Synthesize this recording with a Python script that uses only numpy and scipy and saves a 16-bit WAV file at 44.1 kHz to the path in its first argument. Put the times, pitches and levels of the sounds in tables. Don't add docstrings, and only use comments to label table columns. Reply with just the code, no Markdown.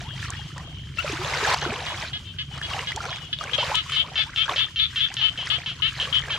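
import sys
import numpy as np
from scipy import signal
from scipy.fft import rfft, irfft, next_fast_len
from scipy.io import wavfile
from scipy.ndimage import uniform_filter1d, map_coordinates

SR = 44100
rng = np.random.default_rng(int(sys.argv[2]) if len(sys.argv) > 2 else 0)


def persist_wave(psi):
    counts = np.round(np.clip(psi, -1, 1) * 32767).astype(np.int16)
    wavfile.write(sys.argv[1], SR, np.atleast_2d(counts).T)


N = 281358
TIME_S = np.arange(N) / SR


def amp(db):
    return 10 ** (np.asarray(db) / 20)


def unit(x):
    return x / np.sqrt(np.mean(x ** 2) + 1e-20)


def along(points, hz):
    freq_hz, value = np.transpose(points)
    return np.interp(np.log(hz + 1), np.log(freq_hz + 1), value)


def wobble(rate):
    knots = rng.standard_normal(int(N * rate / SR) + 4)
    return map_coordinates(knots, [np.arange(N) * rate / SR])


def filtered(x, response):
    size = next_fast_len(N + 8192)
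    spectrum = rfft(x, size) * response(np.fft.rfftfreq(size, 1 / SR))
    return irfft(spectrum, size)[..., :N]


def causal(points):
    cepstrum = irfft(np.log(amp(along(points, np.fft.rfftfreq(4096, 1 / SR)))))
    cepstrum[1:2048] *= 2
    cepstrum[2049:] = 0
    impulse = irfft(np.exp(rfft(cepstrum)))[:1024]
    return impulse / np.linalg.norm(impulse)


def add(out, start_s, x):
    part = out[..., round(start_s * SR):][..., :x.shape[-1]]
    part += x[..., :part.shape[-1]]


def sides(pan_db):
    return amp(np.array([[pan_db / 2], [-pan_db / 2]]))


def widen(pair, spectrum, alike):
    def mid_and_side(hz):
        turn = np.arccos(np.clip(along(alike, hz), -1, 1)) / 2
        return amp(along(spectrum, hz)) * [np.cos(turn), np.sin(turn)]

    mid, side = filtered(pair, mid_and_side)
    return unit(np.array([mid + side, mid - side]))


def banks(x, t60, delay):
    t = np.arange(SR // 5) / SR
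    tail = rng.standard_normal((2, len(t))) * amp(-60 * t / t60) * (t > delay)
    echo = signal.fftconvolve(x[None], tail, axes=1)
    return echo * np.linalg.norm(x) / np.linalg.norm(echo, axis=1, keepdims=True)


# start_s, level_db
ENGINE_LEVEL = [(0, -36.5), (5.1, -43), (6, -39)]
# freq_hz, density_db (per Hz)
EXHAUST_SPECTRUM = [(15, -62.5), (25, -16.5), (75, 1.5), (108, -1), (139, 4), (179, -9.5), (221, -16.5),
                    (577, -37.5), (600, -69), (1320, -120)]
# freq_hz, density_db (per Hz)
PUFF_SPECTRUM = [(150, -32), (220, 1), (380, -3), (520, -26), (700, -98.5)]
PUFF_DB, PUFF_SHARP = -17.5, 0.654


def engine():
    level_db = np.interp(TIME_S, *np.transpose(ENGINE_LEVEL))
    firing_hz = 24.0 + 1.589 * wobble(3.9)
    stroke = np.cos(2 * np.pi * np.cumsum(firing_hz) / SR)
    alike = [(30, 0.82), (70, 1.0), (150, 0.985)]  # freq_hz, left-right likeness
    throb = rng.standard_normal((2, N)) * (1 + 0.373 * stroke)
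    puff = rng.standard_normal((2, N)) * np.exp(PUFF_SHARP * stroke)
    exhaust = widen(throb, EXHAUST_SPECTRUM, alike)
    puffs = widen(puff, PUFF_SPECTRUM, alike)
    return amp(level_db) * (exhaust + amp(PUFF_DB) * puffs)


# freq_hz, level_db
FAR_THROAT = [(1200, -29), (2300, -32.5), (2900, 1), (3150, 5.5), (3450, -8), (4000, -18), (6000, -43)]
CHORUS_DB = -49.5


def chorus():
    pulse_hz = 435 + 12 * wobble(9.8)
    buzz = 1 + .5 * np.cos(2 * np.pi * np.cumsum(pulse_hz) / SR)
    swell = amp(3 * np.array([wobble(9), wobble(9)]))
    noise = rng.standard_normal((2, N)) * buzz * swell
    return amp(CHORUS_DB) * widen(noise, FAR_THROAT, [(3000, 0.11)])


WAVER = .009
UNEVEN_DB = 2.6
RASP = .35


def frog(calls, shape, throat, pan_db, echo_db, lag_s):
    out, grid_hz = np.zeros((2, N)), np.arange(400, 15000, 400)
    share, *shape_columns = np.transpose(shape)
    for start_s, length_s, call_db, pitch_hz, sag, *sac_hz in calls:
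        throat_db = along(throat, grid_hz) + UNEVEN_DB * rng.standard_normal(len(grid_hz))
        ring = causal(np.c_[grid_hz, throat_db])
        t = np.arange(int(length_s * SR)) / SR
        level_db, bend, rough = [np.interp(t / length_s, share, column) for column in shape_columns]
        waver = 1 + WAVER * np.interp(t, np.arange(12) / 80, rng.standard_normal(12))
        cycle = np.cumsum(pitch_hz * waver * bend ** sag) / SR

        at = np.flatnonzero(np.diff(np.floor(cycle), prepend=-1))
        level_z, timing_z = rng.standard_normal((2, len(at)))
        weak = np.arange(len(at)) % 2
        pulse_db = call_db + level_db[at] + rough[at] * (4.7 * level_z - 3.0 * weak)
        period = SR / pitch_hz
        size = amp(pulse_db) * np.sqrt(period)
        place = at - cycle[at] % 1 * period * (at > 0)
        place = place + np.abs(rough[at] * timing_z) * 0.12 * period
        whole, part = place.astype(int), place % 1
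        pulses = np.bincount(np.r_[whole, whole + 1], np.r_[size * (1 - part), size * part])

        puff = 1 - cycle % 1
        air = RASP * rough * amp(call_db + level_db) * puff * rng.standard_normal(len(t))
        add(pulses, 0, air)
        voice = signal.fftconvolve(pulses, ring)
        for hz in sac_hz:
            voice = voice + 3 * signal.lfilter(*signal.iirpeak(hz, 15, SR), voice)

        add(out[0], start_s + lag_s, voice * amp(pan_db / 2))
        add(out[1], start_s, voice * amp(-pan_db / 2))
        add(out, start_s, amp(echo_db) * banks(voice, t60=0.147, delay=0.00058))
    return out


# start_s, level_db, pitch_hz (before the bend)
FAR_CALLS = [(0.064, -43.5, 467.1), (.09, -45.5, 420.1), (0.355, -44, 473.3), (0.639, -52, 464),
             (0.749, -52.5, 438), (2.251, -43.5, 449.3), (2.51, -43.5, 428.5), (2.68, -41.5, 466.4),
             (3.199, -42.5, 492.3), (3.29, -48.5, 433.3), (3.369, -43, 417), (3.88, -37.5, 432),
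             (4.86, -46, 436.7), (5.095, -50.5, 432)]
# share of length, level_db (relative), pitch factor, roughness (0-1)
FAR_SHAPE = [(0, -8, .99, .3), (.3, 0, 1.01, .12), (.7, -2, .97, .16), (1, -8, .94, .4)]
FAR_LENGTH_S = .08


def far_frogs():
    calls = [(start_s, FAR_LENGTH_S, level_db, pitch_hz, 1) for start_s, level_db, pitch_hz in FAR_CALLS]
    return frog(calls, FAR_SHAPE, FAR_THROAT, pan_db=13.5, echo_db=-3.0, lag_s=0)


# start_s, length_s, level_db
BANK_CALLS = [(1.615, 0.058, -33.5), (1.866, 0.064, -34), (2.132, 0.0453, -29.5), (2.386, 0.0427, -29),
              (2.625, 0.0387, -30.5), (2.872, 0.038, -28.5), (3.105, 0.067, -33), (3.329, 0.00975, -21)]
# share of length, level_db (relative), pitch factor, roughness (0-1)
BANK_SHAPE = [(0, 2, .98, 0.45), (.2, 0.5, .99, 0.15), (.7, -1, 1.015, .05), (1, -3, 1.0, .6)]
# freq_hz, level_db
BANK_FROG_THROAT = [(800, -49), (1050, -53.5), (1260, -8.5), (1700, -2.5), (2500, -10), (2950, 10.5),
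                    (3360, 11.5), (3800, -4), (4600, -8.5), (6000, -22.5), (14000, -62)]
BANK_HZ = 417.8


def bank_frog():
    calls = [(*call, BANK_HZ, 1) for call in BANK_CALLS]
    return frog(calls, BANK_SHAPE, BANK_FROG_THROAT, pan_db=1.0, echo_db=-6.0, lag_s=.00009)


# start_s, length_s, pitch_hz (before the bend), sac_hz (resonance)
LEFT_CALLS = [(3.533, 0.0265, 422.8, 3253), (3.746, 0.0673, 436.6, 3131), (3.963, 0.0706, 445.4, 3189),
              (4.178, 0.0626, 438, 3486), (4.375, 0.0761, 445.3, 3334), (4.588, 0.0657, 441.2, 3495),
              (4.791, 0.0768, 440.2, 3428), (5.005, 0.0727, 440.3, 3436), (5.214, 0.0817, 435.7, 3023),
              (5.501, 0.0742, 434.4, 3214), (5.821, 0.0771, 442.5, 3004), (6.127, 0.0736, 431.6, 3095)]
# share of length, level_db (relative), pitch factor, roughness (0-1)
LEFT_SHAPE = [(0, -1.5, .97, 0.3), (.2, -1, .95, .4), (.35, -1.5, .985, 0.1), (.62, 0.5, 1.01, .05),
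              (.72, -4, .98, .6), (1, -10.5, .91, 0.7)]
# freq_hz, level_db
LEFT_FROG_THROAT = [(700, -85.5), (1000, -29.5), (1320, -3), (1770, -12.5), (2200, -9), (2640, -6),
                    (3080, 2), (3520, -2.5), (3950, -7.5), (4400, -13.5), (5500, -29), (14000, -61.5)]
LEFT_DB = -29.5


def left_frog():
    calls = [(start_s, length_s, LEFT_DB, pitch_hz, 1, sac_hz)
             for start_s, length_s, pitch_hz, sac_hz in LEFT_CALLS]
    return frog(calls, LEFT_SHAPE, LEFT_FROG_THROAT, pan_db=14.5, echo_db=-4.0, lag_s=.00009)


# start_s, length_s, level_db, pitch_hz (before the bend), sag (power of the bend)
FRONT_CALLS = [(3.58, 0.0638, -22, 444, 0.504), (3.921, 0.072, -24.5, 443, 0.279),
               (4.157, 0.074, -23.5, 444, 0.145), (4.361, 0.0764, -25.5, 444.6, 0.34),
               (4.561, 0.023, -23, 445, 0.478), (4.582, 0.034, -21, 436, 0.62),
               (4.76, 0.077, -26, 443.5, 1.28), (4.959, 0.071, -23.5, 442, 0.96),
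               (5.168, 0.084, -26, 437, 1.4), (5.376, 0.085, -28, 430, 1.32),
               (5.661, 0.075, -27, 423, 1.02), (6.0, 0.0572, -23, 431, 1.66),
               (6.305, 0.0664, -24.5, 438, 0.81)]
# share of length, level_db (relative), pitch factor, roughness (0-1)
FRONT_SHAPE = [(0, 0, 1.035, .5), (.08, -2, 1.022, .13), (.3, -1, 1.01, .08), (.52, -1.5, .94, .15),
               (.66, -5, .89, .35), (1, -11, .86, .55)]
# freq_hz, level_db
FRONT_FROG_THROAT = [(700, -52.5), (1000, -43.5), (1320, -9), (1770, -4), (2200, -10), (2640, -2.5),
                     (3080, 17.5), (3520, -3), (3950, -2.5), (4400, -9.5), (5500, -17), (6500, -23),
                     (8000, -74)]


def front_frog():
    return frog(FRONT_CALLS, FRONT_SHAPE, FRONT_FROG_THROAT, pan_db=2.4, echo_db=-8, lag_s=.00003)


# start_s, level_db, pitch_hz
SQUEAKS = [(0.984, -21, 1355), (0.999, -26.5, 1455)]
# multiple of the pitch, level_db (relative)
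SQUEAK_PARTIALS = [(1, -6), (2, -1)]


def squeak():
    out, t = np.zeros((2, N)), np.arange(SR // 20) / SR
    for start_s, level_db, pitch_hz in SQUEAKS:
        swell = t / 0.00468 * np.exp(1 - t / 0.00483)
        slip = 0.0041 * np.cumsum(rng.standard_normal(len(t)))
        cycle = pitch_hz * t + slip
        tone = sum(amp(db) * np.sin(2 * np.pi * k * cycle) for k, db in SQUEAK_PARTIALS)
        chirp = amp(level_db) * swell * tone
        add(out, start_s, chirp * sides(13.1))
        add(out, start_s, amp(-8) * banks(chirp, t60=0.052, delay=0.0055))
    return out


# start_s, level_db, pitch_hz (at the start), splat_db (relative to the ring)
DROP_HITS = [(0.228, -24, 1710, -17), (0.3037, -24.5, 7300, 7), (0.58, -31, 1795, 5.5),
             (1.337, -14.5, 2056, -25.5), (1.502, -17.5, 1465, 0), (1.5417, -26, 1410, -6),
             (2.579, -34.5, 1570, 3.5), (2.615, -21.5, 1679, -10), (2.7352, -16.5, 2800, -35.5),
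             (2.7916, -17.5, 2770, -31.5), (2.92, -19, 1947, -12.5), (2.9612, -24.5, 3410, 7.5),
             (3.388, -19.5, 3570, -42.5), (3.439, -23.5, 1482, -2), (3.5142, -25.5, 3090, -33.5),
             (3.7542, -12, 3396, -0.5), (3.898, -25, 2920, 0), (4.4809, -19.5, 1578, -24.5),
             (4.496, -17, 3510, -31.5), (4.5143, -20, 3130, -30.5), (4.685, -31, 1768, -17.5),
             (5.1406, -30.5, 3010, 12.5), (5.4705, -21.5, 1900, -28), (6.238, -25, 1775, -17.5),
             (6.284, -23, 1562, -10.5)]


def drops():
    out, t = np.zeros((2, N)), np.arange(SR // 6) / SR
    bright = signal.butter(3, [4200, 8000], "band", fs=SR)
    for start_s, level_db, pitch_hz, splat_db in DROP_HITS:
        ring = np.sin(2 * np.pi * pitch_hz * t * (1 + 4 * t)) * amp(-60 * t * pitch_hz / 45)
        hiss = rng.standard_normal((3, len(t)))
        shared_hiss = hiss[0] + .5 * hiss[1:]
        splat = signal.lfilter(*bright, shared_hiss) * amp(-60 * t / 0.01376)
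        add(out, start_s, amp(level_db) * (ring * sides(0.81) + amp(splat_db) * splat))
    return out


# start_s, length_s, level_db, from_hz, rise (end pitch over start pitch)
AIR_GLIDES = [(0.051, 0.07, -41.5, 845, 2.52), (0.299, 0.032, -48, 675, 1.96),
              (1.19, 0.0623, -30.5, 356.4, 1.19), (2.944, 0.0554, -40, 377.7, 1.98),
              (2.963, 0.0252, -35, 725.4, 1.53), (3.722, 0.0326, -29.5, 953, 1.97),
              (4.042, 0.036, -38, 937, 1.62), (4.257, 0.072, -44, 848, 2.3),
              (5.102, 0.0347, -41, 729, 1.96), (5.213, 0.0493, -43, 857.5, 1.32)]
GLIDE_BENDS = 1.8


def glides():
    out, t = np.zeros((2, N)), np.arange(SR // 6) / SR
    for start_s, length_s, level_db, from_hz, rise in AIR_GLIDES:
        share = np.clip(t / length_s, 0, 1)
        swell = np.sin(np.pi * np.sqrt(share)).clip(0)
        glide_hz = from_hz * rise ** (share ** GLIDE_BENDS)
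        tone = np.sin(2 * np.pi * np.cumsum(glide_hz) / SR)
        add(out, start_s, amp(level_db) * swell * tone * sides(-0.92))
    return out


# start_s, level_db (before the onset), pitch_hz (nominal; the ring starts 2 % below)
GULPS = [(.015, -31, 712), (.163, -30, 1955), (0.242, -28.5, 1390), (0.282, -29.5, 1165), (.297, -26, 1116),
         (.312, -33, 1580), (.326, -33.5, 1840), (0.393, -32.5, 836), (0.574, -32, 1015), (1.045, -18, 593),
         (1.097, -22.5, 410.4), (1.13, -21.5, 320.6), (1.428, -19, 421), (1.448, -11, 1692),
         (1.462, -16, 1429), (1.513, -10.5, 1002), (1.537, -16.5, 1092), (1.625, -21.5, 846),
         (1.662, -19.5, 349), (1.691, -23.5, 232.7), (1.724, -21.5, 414.3), (2.711, -20.5, 1114),
         (2.745, -19.5, 834), (2.765, -22, 785), (2.973, -17, 885), (3.004, -18, 1394),
         (3.054, -21.5, 1416), (3.055, -26.5, 758), (3.085, -23.5, 1076), (3.41, -16, 1234),
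         (3.412, -30, 668), (3.584, -15.5, 598.7), (3.628, -14, 972), (3.715, -13, 880), (3.742, -16, 982),
         (4.492, -10, 1095), (4.519, -21, 732), (6.073, -24, 1150)]
BUBBLE_T60_S, SMALL_DAMPS = 0.0367, 0.487


def bubbles():
    out, t = np.zeros((2, N)), np.arange(SR // 6) / SR
    for start_s, level_db, pitch_hz in GULPS:
        t60 = BUBBLE_T60_S * (1000 / pitch_hz) ** SMALL_DAMPS
        fade = amp(level_db - 60 * t / t60) * (1 - np.exp(-t / 0.00135))
        bend = 0.9812 + 0.0755 * rng.random() * t / t60
        add(out, start_s, fade * np.sin(2 * np.pi * pitch_hz * t * bend) * sides(-1.26))
    return out


# crest_s, swell_s (before it), t60_s (gurgle, after it), gurgle_db, spray_db
SLOSH_MOVES = [(0, .01, 1.28, -49, -43.5), (0.238, 0.097, 0.284, -66, -36), (.295, 0.052, 1.57, -52, -42.5),
               (0.572, 0.036, 0.63, -42, -47), (1.071, 0.111, 1.52, -39.5, -31.5),
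               (1.3, 0.166, 0.85, -31, -34.5), (1.545, 0.317, 0.0192, -25.5, -23.5),
               (1.639, 0.106, 1.4, -31, -37.5), (2.039, 1, 0.191, -38, -34.5),
               (2.751, 0.2398, 0.862, -37, -33), (3.05, 0.095, 0.82, -36, -38),
               (3.711, 0.3114, 0.267, -32, -30), (3.94, 0.2, 0.296, -49, -34),
               (4.16, 0.249, 0.39, -40.5, -45), (4.47, 0.408, 0.38, -50.5, -39.5),
               (4.492, 0.007, 0.347, -26, -32), (5.12, 0.98, 0.81, -63, -43.5),
               (5.5, 0.435, 1.2, -43.5, -41), (5.92, 0.34, 2.2, -60, -41),
               (5.988, 0.029, 1.35, -38.5, -35.5), (6.38, 0.184, 1.1, -38, -40)]
SWELL_DB, ATTACK_S, SPRAY_LINGERS = 13.5, 0.016, 1.752
CALM_GURGLE_DB, CALM_SPRAY_DB = -83.5, -48


def sloshes():
    power = np.ones((2, N)) * amp([[CALM_GURGLE_DB], [CALM_SPRAY_DB]]) ** 2
    for crest_s, swell_s, t60_s, *crest_db in SLOSH_MOVES:
        before, after = np.clip(crest_s - TIME_S, 0, 9), np.clip(TIME_S - crest_s, 0, 9)
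        onset = np.clip(1 + (swell_s - before) / ATTACK_S, 0, 1)
        fade_db = 60 * after / (t60_s * np.array([[1], [SPRAY_LINGERS]]))
        level_db = np.c_[crest_db] - SWELL_DB * before / swell_s - fade_db
        power += (onset * amp(level_db)) ** 2
    return 10 * np.log10(power)


def grains(count, centre_hz, spread, cycles, scatter_db, rise):
    start, luck = rng.random((2, count, 1))
    hz = np.clip(centre_hz * np.exp(spread * rng.standard_normal((count, 1))), 200, 14000)
    k = np.arange(int(3 * cycles * SR / centre_hz))
    turns = hz * k / SR
    size = amp(-scatter_db * np.log(luck).clip(-4)) * np.sqrt(hz)
    bend = 1 + 2 * rise * rng.random((count, 1)) * turns / cycles
    wave = size * np.sin(2 * np.pi * turns * bend) * np.exp(-2 * turns / cycles)
    at = (start * N).astype(int) + k
    return unit(np.bincount(at.ravel(), wave.ravel(), N + len(k))[:N])


# freq_hz, density_db (per Hz)
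GURGLE_SPECTRUM = [(120, -49), (200, -21), (255, -16), (437, -6), (765, -3.5), (966, -1), (2500, -5),
                   (3250, -33), (5500, -120)]
# freq_hz, density_db (per Hz)
SPRAY_SPECTRUM = [(530, -26.5), (900, -11), (967, -1.5), (1260, 2.5), (2150, 1.5), (2280, 2.5),
                  (7000, -4.5), (10100, -15), (13300, -20.5), (15600, -61.5)]
# freq_hz, likeness (0-1)
SPLASH_ALIKE = [(60, 0.87), (180, 0.91), (550, 0.96), (1650, 0.835), (4970, 0.585), (15000, 0.026)]


def water():
    gurgle_db, spray_db = sloshes()
    dense = np.clip((spray_db + 41.5) / 14, 0, 1)
    lively = np.clip((spray_db - CALM_SPRAY_DB) / 6, .42, 1)
    low, fine = np.zeros((2, 2, N))
    for k in range(2):
        large = grains(count=3600, centre_hz=759.5, spread=0.5525, cycles=12.08, scatter_db=5.0, rise=0.1759)
        rumble = (0.29 + 2.31 * dense) * rng.standard_normal(N)
        low[k] = (1 - 0.163 * dense) * large + rumble

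        small = grains(count=9000, centre_hz=4242, spread=0.4653, cycles=14.0, scatter_db=4.5, rise=0.0635)
        middle = grains(count=6000, centre_hz=1901, spread=0.4491, cycles=11, scatter_db=7.5, rise=0.12)
        froth = grains(count=30000, centre_hz=2457.6, spread=0.5773, cycles=10.0, scatter_db=3.5, rise=0.21)
        hiss = amp(2.884 * (1 - dense) * wobble(30)) * rng.standard_normal(N)
        hiss = hiss - 0.65 * (1 - lively) * uniform_filter1d(hiss, size=13)
        small_ticks = amp(3.77 * (1 - 0.74 * dense) * wobble(25)) * small
        middle_ticks = 0.938 * (1 - .5 * dense) * amp(1.39 * wobble(18)) * middle
        fine[k] = lively * (small_ticks + middle_ticks) + 1.039 * hiss + 0.679 * dense * froth
    gurgle = amp(gurgle_db) * widen(low, GURGLE_SPECTRUM, SPLASH_ALIKE)
    spray = amp(spray_db) * widen(fine, SPRAY_SPECTRUM, SPLASH_ALIKE)
    return gurgle + spray


def scene():
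    background = engine() + chorus() + far_frogs()
    frogs = bank_frog() + left_frog() + front_frog()
    trap = squeak() + drops() + glides() + bubbles() + water()
    return background + frogs + trap


TOP_HZ = 15725


def record(dry):
    return filtered(dry, lambda hz: hz < TOP_HZ)


dry = scene()
out = record(dry)
persist_wave(out)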